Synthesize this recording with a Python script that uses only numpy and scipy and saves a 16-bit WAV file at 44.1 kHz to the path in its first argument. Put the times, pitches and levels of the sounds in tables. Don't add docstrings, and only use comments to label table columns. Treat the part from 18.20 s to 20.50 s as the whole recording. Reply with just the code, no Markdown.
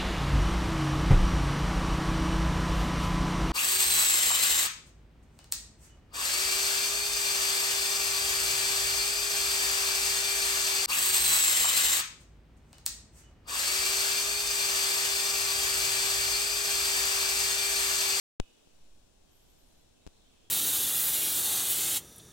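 import sys
import numpy as np
from scipy import signal
from scipy.fft import rfft, irfft
from scipy.io import wavfile
from scipy.ndimage import uniform_filter1d

SR = 44100
rng = np.random.default_rng(int(sys.argv[2]) if len(sys.argv) > 2 else 0)


def waveform_to_disk(signal):
    frames = np.transpose(np.atleast_2d(signal))
    scaled = np.clip(frames, -1, 1) * 32767
    samples = np.round(scaled).astype(np.int16)
    wavfile.write(sys.argv[1], SR, samples)


N = 101429
TIME = np.arange(N) / SR
FREQS = np.maximum(np.fft.rfftfreq(N, 1 / SR), 1)

# start in seconds, length in seconds, pitch in Hz, width in Hz, right-side level in dB.
SONG_NOTES = [(.17, 0.052, 2570, 190, -70.5), (.17, 0.071, 2899, 55, -69.5),
              (0.173, 0.048, 3390, 201, -73.5), (0.168, 0.055, 3710, 68.6, -73),
              (.17, 0.073, 2920, 700, -73.5), (0.505, 0.036, 2590, 100, -79),
              (1.07, 0.13, 3170, 250, -77.5), (1.186, .07, 3470, 380, -78), (1.407, 0.16, 4110, 160, -79.5),
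              (1.49, 0.098, 3870, 159, -80), (1.606, 0.035, 3470, 110, -78.5),
              (1.74, 0.087, 2656, 70.5, -81.5), (1.74, .1, 3100, 200, -80.5), (1.80, .05, 3750, 300, -75),
              (1.92, .06, 4180, 170, -76), (1.953, 0.051, 3750, 193, -76.5), (1.986, 0.096, 3450, 170, -75),
              (2.04, 0.11, 3130, 160, -74), (2.096, 0.14, 2630, 400, -77), (2.237, 0.054, 3320, 100, -71.5)]
SONG_RISE_S, FOREST_T60_S, SONG_LEFT_DB = 0.01, 1.4, -10.5


def far_song():
    song = np.zeros((2, N))
    for start, length, hz, width, db in SONG_NOTES:
        swell = np.clip((TIME - start) / SONG_RISE_S, 0, 1)
        fade = np.exp(-np.log(1000) * np.maximum(TIME - start - length, 0) / FOREST_T60_S)
        song += from_db(db) * swell * fade * np.array([noise_band(hz, width) for _ in range(2)])
    return song * [[from_db(SONG_LEFT_DB)], [1]]


# time in seconds, pitch in Hz, relative level in dB.
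WHISTLE_STRANDS = [
    [(1.103, 10800, -91), (1.12, 11950, -71.5), (1.16, 13000, -72), (1.21, 12350, -82), (1.232, 12950, -70),
     (1.25, 13550, -81), (1.283, 13600, -80), (1.305, 12500, -68.5), (1.325, 13400, -80)],
    [(1.33, 13950, -77), (1.355, 14100, -83), (1.378, 13300, -83), (1.39, 13300, -73), (1.41, 12980, -78),
     (1.445, 13200, -79)],
    [(1.245, 10600, -88), (1.265, 10800, -79), (1.283, 11400, -94)],
    [(1.457, 9200, -79), (1.485, 9640, -77), (1.53, 9970, -78), (1.56, 9500, -93)],
    [(1.465, 12300, -82), (1.51, 12720, -82), (1.55, 12400, -84), (1.585, 11600, -83)],
    [(1.53, 14300, -94), (1.58, 12950, -84), (1.615, 11700, -78.5), (1.645, 10700, -95)],
]
WHISTLE_GAIN_DB, WHISTLE_LEFT_DB, LEAF_ECHO_DB, LEAF_T60_S = 1.5, -29, -8, 0.32
GLIDE_S, QUAVER_DEPTH_HZ, QUAVER_PER_S = 0.0092, 44.6, 157
ROUGH_DEPTH, ROUGH_PER_S = 0.35, 250
FIZZ_HZ, FIZZ_WIDTH_HZ, FIZZ_DB, FIZZ_SMEAR_S = 11200, 4300, -1, 0.13


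def whistle():
    voice = np.zeros(N)
    glide = int(GLIDE_S * SR)
    for strand in WHISTLE_STRANDS:
        times, hz, db = np.transpose(strand)
        pitch = uniform_filter1d(np.interp(TIME, times, hz), glide)
        pitch += QUAVER_DEPTH_HZ * noise_band(0, QUAVER_PER_S)
        sounding = (TIME > times[0]) & (TIME < times[-1])
        level = uniform_filter1d(from_db(np.interp(TIME, times, db)) * sounding, glide)
        level *= 1 + ROUGH_DEPTH * noise_band(0, ROUGH_PER_S)
        voice += np.sqrt(2) * level * np.sin(2 * np.pi * np.cumsum(pitch) / SR)
    envelope = uniform_filter1d(np.abs(voice), int(FIZZ_SMEAR_S * SR))
    fizz = from_db(FIZZ_DB) * envelope * noise_band(FIZZ_HZ, FIZZ_WIDTH_HZ)
    leaves = rng.standard_normal((2, N)) * np.exp(-np.log(1000) * TIME / LEAF_T60_S)
    echo = signal.fftconvolve(voice[None], rms_one(leaves) / np.sqrt(N))[:, :N]
    bird = voice + fizz + from_db(LEAF_ECHO_DB) * echo
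    return from_db(WHISTLE_GAIN_DB) * bird * [[from_db(WHISTLE_LEFT_DB)], [1]]


# time in seconds, relative height in dB, direction (1 up, -1 down).
VOLTAGE_JUMPS = [(.2002, -0.5, -1), (0.4735, -35, -1), (1.8663, -19.5, 1), (1.875, -20.5, -1)]
# frequency in Hz, left gain in dB, right gain in dB.
POP_COLOUR = [(20.7, -23.5, -23.5), (61, -19, -23), (129, -15, -20), (276, -9, -12.5), (465, -7, -11.5),
              (700, -11, -15), (980, -12, -22.5), (1300, -15, -42), (1580, -14, -21), (1950, -16.5, -50),
              (2470, -9, -35), (3300, -8, -33), (4000, -6.5, -53), (4800, -10.5, -42), (5720, -6, -41),
              (6560, -9, -47), (7660, -5, -39), (8230, -14, -46), (9400, -8.5, -37), (10700, -22, -38),
              (12800, -21, -35), (14400, -28, -50), (15600, -11, -61)]
# frequency in Hz, lead of the left in radians.
POP_PHASE = [(10, 0), (40, -0.9), (100, -1.26), (250, -2.5), (550, -2.5), (1000, -1.5), (1600, 0.5)]
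SETTLE_S, POP_GAIN_DB, POP_BASS_DB, POP_BASS_HZ = 0.012, -0.5, 1.5, 71


def pops():
    kicks = np.zeros(N)
    for start, db, direction in VOLTAGE_JUMPS:
        kicks[int(start * SR)] += direction * from_db(db + POP_GAIN_DB)
    voltage = signal.lfilter([1], [1, -np.exp(-1 / (SETTLE_S * SR))], kicks + 1e-18)
    phase_shift = np.exp(0.5j * over_hz(POP_PHASE) * [[1], [-1]])
    colour_db = over_hz(POP_COLOUR) + POP_BASS_DB / (1 + (FREQS / POP_BASS_HZ) ** 2)
    return irfft(rfft(voltage) * from_db(colour_db) * phase_shift, N)


def contact_sizzle(level_db=-59.5):
    between = (TIME > VOLTAGE_JUMPS[-2][0]) & (TIME < VOLTAGE_JUMPS[-1][0])
    return from_db(level_db) * between * noise_band(centre_hz=5400, width_hz=7700) * [[1], [0]]


# frequency in Hz, left density in dB per Hz, right density in dB per Hz.
AIR_SPECTRUM = [(20, -82, -80.5), (57.7, -88.5, -88), (131, -97, -95), (294, -96.5, -92.5),
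                (447, -99, -96.5), (687, -101, -100), (980, -106, -106), (1280, -109, -111),
                (1610, -109, -109), (1900, -112, -113), (2520, -107, -111), (3300, -105, -110),
                (3990, -106, -109), (4960, -108, -112), (5720, -105, -110), (6520, -107, -116),
                (7720, -105, -113), (8100, -110, -116), (9500, -110, -114), (10800, -118, -118),
                (13300, -123, -121), (14300, -119, -122), (15600, -118, -127)]
# frequency in Hz, correlation from -1 to 1.
AIR_LIKENESS = [(60, 0.8), (110, 0.35), (200, 0.3), (380, -0.34), (700, 0.013), (1290, 0.4), (2380, 0.02),
                (4400, -0.062), (8120, 0.029), (15000, 0.064)]
# time in seconds, gain in dB.
HISS_DRIFT = [(.2, 0.9), (.55, -0.1), (.95, -.3), (1.2, 0.4), (1.8, -0.5), (2.13, 1.47), (2.3, -1.1)]
# time in seconds, gain in dB.
RUMBLE_DRIFT = [(.2, -7), (.43, -10.5), (.52, -1), (.7, 0), (.9, -0.5), (1.8, 0), (2.3, -0.5)]
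RUMBLE_BELOW_HZ, FLICKER_DB, FLICKER_PER_S = 180, 0.5, 4.6


def forest_air():
    mid, side = rfft(rng.standard_normal((2, N)))
    alike = over_hz(AIR_LIKENESS)[0]
    white = np.sqrt(1 + alike) * mid + np.sqrt(1 - alike) * side * [[1], [-1]]
    spectrum = white * from_db(over_hz(AIR_SPECTRUM)) * np.sqrt(SR) / 2
    bass = 1 / (1 + (FREQS / RUMBLE_BELOW_HZ) ** 4)
    flicker = from_db(FLICKER_DB * noise_band(0, FLICKER_PER_S))
    hiss = irfft(spectrum * (1 - bass), N) * over_time(HISS_DRIFT) * flicker
    rumble = irfft(spectrum * bass, N) * over_time(RUMBLE_DRIFT)
    return hiss + rumble


def air_puff(peak_s=0.68, width_s=0.13, peak_db=-52):
    return from_db(peak_db) * np.exp(-((TIME - peak_s) / width_s) ** 2)


def far_hum(start_s=1.89, rise_s=0.12, level_db=-77):
    swell = np.clip((TIME - start_s) / rise_s, 0, 1)
    return from_db(level_db) * swell * noise_band(centre_hz=444, width_hz=10)


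def from_db(db):
    return 10 ** (np.asarray(db) / 20)


def rms_one(x):
    return x / np.sqrt(np.mean(x ** 2) + 1e-20)


def over_hz(rows):
    hz, *columns = np.transpose(rows)
    return np.array([np.interp(np.log(FREQS), np.log(hz), column) for column in columns])


def over_time(rows):
    return from_db(np.interp(TIME, *np.transpose(rows)))


def noise_band(centre_hz, width_hz):
    bell = np.exp(-2 * ((FREQS - centre_hz) / width_hz) ** 2)
    return rms_one(irfft(rfft(rng.standard_normal(N)) * bell, N))


def scene(on_s=0.1965, fade_in_s=0.002):
    wood = forest_air() + air_puff() + far_hum() + far_song() + whistle()
    microphone_on = np.clip((TIME - on_s) / fade_in_s, 0, 1)
    return (wood + pops() + contact_sizzle()) * microphone_on


def record(dry, cutoff_hz=15850, edge_hz=120):
    hz = np.fft.rfftfreq(2 * N, 1 / SR)
    lowpass = 0.5 * (1 - np.tanh((hz - cutoff_hz) / edge_hz))
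    return irfft(rfft(dry, 2 * N) * lowpass)[:, :N]


dry = scene()
out = record(dry)
waveform_to_disk(out)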